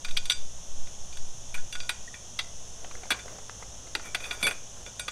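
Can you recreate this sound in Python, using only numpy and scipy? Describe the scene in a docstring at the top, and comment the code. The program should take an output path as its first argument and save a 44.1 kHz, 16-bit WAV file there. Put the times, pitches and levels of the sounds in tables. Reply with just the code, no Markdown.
"""Metal camp bed poles are packed into a fabric bag in a pine wood.
From the start cicadas buzz, a far engine drones and a breeze pushes on the microphone.
The poles are pulled apart and gathered: they clack together and ring briefly in the hand.
Around 2 s the breeze dies down and a rubbed pole squeaks. From about 2.8 s the bag rustles and
snaps as the poles thump into it, and from 4 s they slide along each other, hissing and squealing."""
import sys
import numpy as np
from scipy import signal
from scipy.fft import rfft, irfft
from scipy.io import wavfile

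SR = 44100
rng = np.random.default_rng(int(sys.argv[2]) if len(sys.argv) > 2 else 0)


def wav_record(signal):
    """Record a signal, one row per channel, as 16-bit PCM in the file named by sys.argv[1]."""
    frames = np.transpose(np.atleast_2d(signal))
    bounded = np.clip(frames, -1, 1)
    # unit amplitude maps onto the largest positive 16-bit level
    quanta = np.round(bounded * 32767).astype(np.int16)
    wavfile.write(sys.argv[1], SR, quanta)


N = 225586
TIME = np.arange(N) / SR

# Tone of the air in the wood: pitch_hz, level_db
AIR_TONE = [(20, -19), (35, 2.5), (85, -1.5), (140, -3.5), (200, -6.5), (300, -13.5), (450, -11), (630, -8),
            (1000, -13.5), (1400, -19), (2000, -22), (4000, -80), (16000, -71)]
# The breeze dying down: time_s, level_db
BREEZE_LEVELS = [(0, -22), (1.8, -27), (2.2, -41.5), (5.12, -43)]
# Tone of gusts on the microphone: pitch_hz, level_db
GUST_TONE = [(0, -17), (2, 4.5), (5, 3), (10, -12), (20, -46), (35, -53), (100, -99), (400, -110)]
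# Tone of the cicada chorus: pitch_hz, level_db
CICADA_TONE = [(1900, -25), (2700, -11.5), (3450, -6.5), (4000, -15), (4850, -15.5), (5400, -4),
               (6250, 2.5), (6900, -2.5), (7700, -12), (9600, -15.5), (11000, -20.5), (11800, -28.5),
               (14000, -34), (15800, -41)]
# Pole hits pole: start_s, strength_db, brightness_db, top_treble_db, favoured_pitch_hz, contact_s,
# looseness (a looser grip multiplies the ring time)
POLE_HITS = [(0.0458, -38, 0, 0.5, 3930, 0.0081, 0.72), (0.083, -45.5, 1, -3, 2630, 0.011, 0.77),
             (0.1084, -45.5, 7.5, 3, 3740, 0.0051, 0.9), (0.1665, -36.5, 0, -4, 2390, 0.0034, 0.76),
             (0.1702, -32, 12, 3, 3330, 0.0079, 0.41), (0.254, -43.5, 8.5, 8, 4350, 0.0069, 0.79),
             (0.2975, -28.5, 12, 3.5, 4500, 0.0074, 0.94), (0.3057, -31, 6, 0, 4560, 0.0025, 0.75),
             (0.3187, -37, 15, 6, 5915, 0.0059, 0.66), (0.87, -55, 0, -2, 3740, 0.0061, .8),
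             (1.125, -53, 4, 1, 4610, 0.0063, 1.9), (1.1702, -49, 5.5, 7, 2720, 0.0063, 0.42),
             (1.542, -39.5, -7, 5, 2450, 0.013, 1), (1.5776, -48, -2, -3, 1625, 0.002, 0.79),
             (1.725, -41, 6.5, 5, 2790, 0.0046, 1.3), (1.752, -38.5, 1.5, -4, 1440, 0.0077, 0.81),
             (1.8015, -41.5, 5, -6, 4830, 0.0031, 0.73), (1.832, -50, 1, -7, 1440, .004, 1.),
             (1.8914, -29.5, 0, 3.5, 2520, .011, 0.7), (2.141, -48.5, -2, -1, 2330, 0.0075, 0.99),
             (2.3885, -30.5, 3, -4.5, 2050, 0.011, 0.45), (3.1039, -26.5, -0.5, 3.5, 1570, 0.013, 0.58),
             (3.1153, -27.5, -0.5, -4, 2340, 0.011, 0.43), (3.1914, -48.5, 0, 0, 3550, 0.0096, 1),
             (3.9505, -30.5, 0, -1.5, 3700, 0.0062, 0.37), (4.146, -29.5, -1, 0.5, 2354, 0.01, 0.34),
             (4.2025, -46, -2, 1, 2530, 0.0089, 1.1), (4.2412, -42.5, 2, -2, 3540, .007, 1.1),
             (4.308, -32.5, 0, -9, 3450, 0.01, 1.15), (4.427, -30, -3.5, 6, 2335, 0.0076, 0.66),
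             (4.4664, -27.5, -4.5, 6.5, 2450, 0.012, 0.57), (4.5094, -38, -7.5, 1, 2480, 0.0026, 0.51),
             (4.862, -46.5, 1, -3, 3470, 0.0026, 1.), (4.9942, -37.5, 2.5, 10.5, 3760, .0055, 0.98),
             (5.0795, -34, 0, -4, 1180, 0.0099, 0.8)]
# The notes a tube rings at: pitch_hz, level_db, ring_s (time to fade by 60 dB)
TUBE_NOTES = [(1190, -22.5, 0.06), (1456, -2.5, 0.14), (1576, -4.5, 0.049), (1671, -13, 0.15),
              (1904, -11, 0.11), (2042, -5, 0.044), (2322, -4.5, 0.14), (2450, -4, 0.077),
              (2670, -25.5, 0.11), (2768, -7, 0.077), (3270, -16, 0.076), (3426, 0.5, 0.083),
              (3547, -10, 0.22), (3733, 0.5, 0.029), (4700, -6.5, 0.2), (4747, -12.5, 0.11),
              (5902, -2.5, 0.072), (7420, -12, 0.14), (8140, -7, 0.18), (8770, -6, 0.07), (9500, -9, 0.075),
              (10150, -11, 0.075), (10800, -34, 0.084), (10900, -11.5, 0.067), (11730, -15.5, 0.04),
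              (12600, -15, 0.056)]
# Tone of metal striking metal: pitch_hz, level_db
CONTACT_TONE = [(80, -20), (200, -3), (700, 4), (1150, -4.5), (1600, -7.5), (2400, -2.5), (3600, -1),
                (4500, -3), (5300, -10), (7500, -23.5), (10000, -14), (13000, -22), (16000, -37)]
# Borders between a hit's thud, body, clink and sparkle: pitch_hz
BAND_EDGES_HZ = [950, 2900, 6800]
# The two notes that lead in most hits: low_hz, high_hz
LEAD_HZ = (2405, 3386)
# A rubbed tube catches and sings: start_s, length_s, pitch_hz, level_db
SQUEALS = [(2.075, 0.015, 1900, -45.5), (2.139, .018, 1860, -48), (4.025, 0.12, 2330, -53),
           (4.219, 0.058, 2490, -44), (4.431, 0.038, 2303, -31), (4.465, 0.033, 2504, -32.5)]
# Higher notes that join in: pitch_hz, level_db (against the main note of a hard squeal)
SQUEAL_HIGH_NOTES = [(3455, -2), (4620, -9.5), (9036, -13), (11150, -11.5)]
# The bag is tugged over the poles: start_s, hold_s, level_db
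BAG_TUGS = [(2.76, 0.34, -53), (3.13, 0.23, -52.5), (3.38, 0.54, -59), (3.96, 0.41, -53),
            (4.425, 0.05, -36.5), (4.72, 0.17, -54)]
# Tone of rubbing cloth: pitch_hz, level_db
CLOTH_TONE = [(80, 3.5), (200, -4), (550, 8.5), (900, -3), (1500, -1.5), (2600, -14), (6000, -12),
              (15000, -29)]
# The cloth snaps tight: start_s, level_db, fade_s
CLOTH_SNAPS = [(2.845, -46, .0026), (2.911, -47.5, 0.0044), (2.952, -48.5, 0.0029), (3.033, -46, 0.006),
               (3.054, -50.5, .004), (3.143, -43.5, 0.0078), (3.28, -48.5, 0.0046), (3.384, -48.5, .008),
               (3.495, -43, 0.0017), (3.624, -45.5, 0.0061), (3.87, -51.5, 0.0065), (3.995, -46, .005)]
# Tone of a snap: pitch_hz, level_db
SNAP_TONE = [(120, -16), (350, 3), (700, 6), (1400, 2.5), (2100, 2.5), (2800, -6.5), (5000, 0),
             (14000, -32)]
# A pole bumps the ground through the bag: start_s, level_db, pitch_hz
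GROUND_THUMPS = [(3.107, -45.5, 286), (3.949, -47, 304), (4.428, -40, 180), (4.468, -54, 208)]
# A pole slides along the others: start_s, hold_s, level_db
POLE_SLIDES = [(4.0, 0.077, -54), (4.2, .15, -51), (4.38, 0.16, -50.5)]
# Tone of the sliding hiss: pitch_hz, level_db
SLIDE_TONE = [(300, -8), (1500, 4), (2500, 1), (5000, -27), (9000, -1), (12000, -8), (16000, -18)]


def amp(db):
    """Turns decibels into a number to multiply by."""
    return 10 ** (np.asarray(db) / 20)


def unit(x):
    """Scales a sound to an average (rms) level of 1."""
    return x / np.sqrt(np.mean(x ** 2) + 1e-20)


def colour(x, tone):
    """Shapes the lows and highs of a sound by a tone table, at level 1."""
    hz, db = np.transpose(tone)
    f = np.fft.rfftfreq(len(x), 1 / SR)
    gain = amp(np.interp(np.log(f + 1), np.log(hz + 1), db))
    return unit(irfft(rfft(x) * gain, len(x)))


def wander(rate_hz):
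    """A smooth random wobble, up to about rate_hz swings a second."""
    f = np.fft.rfftfreq(N, 1 / SR)
    return unit(irfft(rfft(rng.standard_normal(N)) / (1 + (f / rate_hz) ** 4), N))


def add(mix, start_s, sound):
    """Lays a sound into the mix."""
    part = mix[max(round(start_s * SR), 0):][:len(sound)]
    part += sound[:len(part)]


def at_level(x, db, first_s=0.019):
    """Scales a hit so that its first moments have the given level."""
    return x * amp(db) / np.sqrt(np.mean(x[:int(first_s * SR)] ** 2) + 1e-20)


def bands(x):
    """Splits a hit, low to high, into thud, body, clink and sparkle."""
    for edge_hz in BAND_EDGES_HZ:
        yield signal.sosfilt(signal.butter(8, edge_hz, fs=SR, output="sos"), x)
        x = signal.sosfilt(signal.butter(8, edge_hz, "high", fs=SR, output="sos"), x)
    yield x


def strokes(rows, rise_s, fade_s):
    """Loudness of hand movements: each swells, holds and dies away."""
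    loudness = np.zeros(N)
    for start_s, hold_s, db in rows:
        swell = 1 - np.exp(-np.maximum(TIME - start_s, 0) / rise_s)
        fade = np.exp(-np.maximum(TIME - start_s - hold_s, 0) / fade_s)
        loudness += amp(db) * swell * fade
    return loudness


def air_and_breeze(air_db=-52):
    """Air makes a low, steady wash while gusts press on the microphone."""
    wash, gusts = rng.standard_normal((2, N))
    breeze = amp(np.interp(TIME, *np.transpose(BREEZE_LEVELS))) * signal.windows.tukey(N, .03)
    return amp(air_db) * colour(wash, AIR_TONE) + breeze * colour(gusts, GUST_TONE)


def cicadas(level_db=-47, buzz_db=0.25, swell_db=-0.06):
    """Countless clicks from the insects' drum-like skins blur into one band of buzzing noise."""
    chorus = rng.standard_normal(N) * amp(buzz_db * wander(260) + swell_db * wander(3.9))
    return colour(chorus, CICADA_TONE) * amp(level_db)


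def far_engine(start_hz=58.8, sink_hz_per_s=1.7, drift_hz=1.93, hum_db=-56, octave_db=-60.5):
    """An engine hums on a low note and its octave, sinking in pitch and wavering in loudness."""
    cycles = np.cumsum(start_hz - sink_hz_per_s * TIME + drift_hz * wander(6.1)) / SR
    return sum(amp(db) * unit((1 + 0.3 * wander(3.1)) * np.sin(2 * np.pi * multiple * cycles))
               for multiple, db in ((1, hum_db), (2, octave_db)))


def clack(levels_db, favoured_hz, contact_s, looseness, ring_db, rise_s=.0007):
    """Two tubes chatter, then ring; the spot that is struck favours some notes over the rest."""
    t = np.arange(SR // 3) / SR
    hz, db, ring_s = np.array(TUBE_NOTES).T[:, :, None]
    chance, detune, phase = rng.standard_normal((3, len(TUBE_NOTES), 1))
    # The favoured pitch takes over from the nearer leading note.
    low_hz, high_hz = LEAD_HZ
    if favoured_hz < np.mean(LEAD_HZ):
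        low_hz = favoured_hz
    else:
        high_hz = favoured_hz
    favour = np.exp(-((hz - low_hz) / 70) ** 2) + np.exp(-((hz - high_hz) / 90) ** 2)
    strength = amp(db * (1 - 0.71 * favour) - 0.1 * chance + 8 * favour)  # even a weak note can lead
    # While the tubes touch, their notes are broad humps that colour the chatter.
    f = np.fft.rfftfreq(len(t), 1 / SR)
    humps = (strength / (1 + ((f - hz) / 60) ** 2)).sum(0)
    crack = colour(rng.standard_normal(len(t)), CONTACT_TONE)
    chatter = unit(irfft(rfft(crack) * (1 + amp(6) * humps), len(t)))
    chatter /= 1 + (t / contact_s) ** 3
    # A tight grip stops the ring quickly; a faint tail lasts three times as long.
    fall_db = 60 * t / (ring_s * looseness * (1 + 0.096 * favour))
    fade = amp(-fall_db) + amp(-25 - fall_db / 3)
    # No two poles are tuned alike, least of all in their highest notes.
    tuning = 1 + detune * (0.0038 + 0.0069 * (hz > BAND_EDGES_HZ[-1]))
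    ring = (strength * fade * np.sin(2 * np.pi * (hz * tuning * t + phase))).sum(0)
    hit = (chatter + amp(ring_db) * ring) * (1 - np.exp(-(t / rise_s) ** 2))
    return sum(at_level(part, level) for part, level in zip(bands(hit), levels_db))


def pole_clacks(bagged_from_s=2.8, sparkle_db=-12.5):
    """The poles knock together, with a heavier thud once they are going into the bag."""
    out = np.zeros(N)
    for start_s, db, bright_db, treble_db, favoured_hz, contact_s, looseness in POLE_HITS:
        body_db, clink_db = db - bright_db / 2, db + bright_db / 2
        # The thud is set against the body, the ring against the chatter.
        thud_db, ring_db = (-14, -10) if start_s > bagged_from_s else (-20.5, -10.5)
        levels_db = (body_db + thud_db, body_db, clink_db, db + sparkle_db + treble_db)
        add(out, start_s, clack(levels_db, favoured_hz, contact_s, looseness, ring_db))
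    return out


def pole_squeals(hard_squeal_db=-33, pitch_waver=0.01, flutter_db=5.0):
    """A tube sticks and slips, singing one shaky note; harder rubbing wakes higher notes."""
    out = np.zeros(N)
    wobbles = [(wander(140), wander(98)) for _ in range(len(SQUEAL_HIGH_NOTES) + 1)]
    for start_s, length_s, main_hz, db in SQUEALS:
        span = slice(round(start_s * SR), round((start_s + length_s) * SR))
        high_db = db + (db - hard_squeal_db)  # softer squeals are purer
        notes = [(main_hz, db)] + [(hz, high_db + offset_db) for hz, offset_db in SQUEAL_HIGH_NOTES]
        for (hz, note_db), (bend, flutter) in zip(notes, wobbles):
            cycles = np.cumsum(hz * (1 + pitch_waver * bend[span])) / SR
            tone = np.sin(2 * np.pi * cycles) * amp(flutter_db * flutter[span])
            add(out, start_s, amp(note_db) * unit(tone * signal.windows.tukey(len(tone), .5)))
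    return out


def bag_rustle(slips_per_s=2500, spread_db=1.7, clump_db=3):
    """Tugged cloth rubs in tiny slips of uneven size that come in clumps."""
    sizes = amp(spread_db * np.minimum(rng.exponential(1, N), 4)) * rng.standard_normal(N)
    slips = sizes * (rng.random(N) < slips_per_s / SR)
    rustle = colour(slips * amp(clump_db * wander(30)), CLOTH_TONE)
    return rustle * strokes(BAG_TUGS, rise_s=0.032, fade_s=0.037)


def bag_snaps(rise_s=0.0014, hump_db=3.5, hump_spacing_hz=350, dull_above_hz=3000):
    """Folds of the bag pull tight with a dull pop; each fold has a tone of its own."""
    out, t = np.zeros(N), np.arange(4096) / SR
    f = np.fft.rfftfreq(len(t), 1 / SR)
    for start_s, db, fade_s in CLOTH_SNAPS:
        humps_db = hump_db * np.interp(f / hump_spacing_hz, np.arange(64), rng.standard_normal(64))
        fold = amp(humps_db) / np.sqrt(1 + (f / dull_above_hz) ** 4)
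        noise = colour(rng.standard_normal(len(t)), SNAP_TONE)
        pop = irfft(rfft(noise) * fold, len(t))
        add(out, start_s, at_level(pop * np.exp(-t / fade_s) * (1 - np.exp(-t / rise_s)), db))
    return out


def ground_thumps(rise_s=0.001, fade_s=0.022):
    """A pole bumps into the bag and the soft ground under it: a dull push with no ring."""
    out, t = np.zeros(N), np.arange(8192) / SR
    for start_s, db, hz in GROUND_THUMPS:
        tone = [(hz / 2, -24), (hz, 0), (hz * 2, -14), (hz * 10, -60)]
        earth = colour(rng.standard_normal(len(t)), tone)
        add(out, start_s, at_level(earth * np.exp(-t / fade_s) * (1 - np.exp(-t / rise_s)), db))
    return out


def pole_slides(clump_db=4.0):
    """Metal rubbing on metal hisses and keeps the tube's notes ringing."""
    t = np.arange(SR // 4) / SR
    rub = rng.standard_normal(N) * amp(clump_db * wander(40))
    tube = sum(amp(db - 60 * t / ring_s) * np.sin(2 * np.pi * hz * t) for hz, db, ring_s in TUBE_NOTES)
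    ring = unit(signal.oaconvolve(rub, tube)[:N])
    hiss = colour(rub, SLIDE_TONE)
    return (ring + hiss) * strokes(POLE_SLIDES, rise_s=0.021, fade_s=0.019)


def with_wood_echoes(x, echo_db=-20, echoes_per_s=1500, tail_s=0.34, dull_above_hz=4000):
    """Faint echoes come back from the ground and trunks; pine needles swallow the treble."""
    t = np.arange(SR // 2) / SR
    echoes = rng.standard_normal(len(t)) * (rng.random(len(t)) < echoes_per_s / SR) * (t > .006)
    needles = signal.butter(1, dull_above_hz, fs=SR, output="sos")
    echoes = signal.sosfilt(needles, echoes * amp(-60 * t / tail_s))
    return x + amp(echo_db) * signal.oaconvolve(x, echoes / np.linalg.norm(echoes))[:N]


def scene():
    """The packing, a few metres away, among the sounds of the wood."""
    background = air_and_breeze() + cicadas() + far_engine()
    packing = (pole_clacks() + pole_squeals() + bag_rustle() + bag_snaps()
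               + ground_thumps() + pole_slides())
    return (background + with_wood_echoes(packing))[None]


def record(dry, top_hz=15800):
    """Cuts away the very highest treble."""
    lowpass = signal.firwin(511, top_hz, window=("kaiser", 9), fs=SR)
    return signal.oaconvolve(dry, lowpass[None], "same")


dry = scene()
out = record(dry)
wav_record(out)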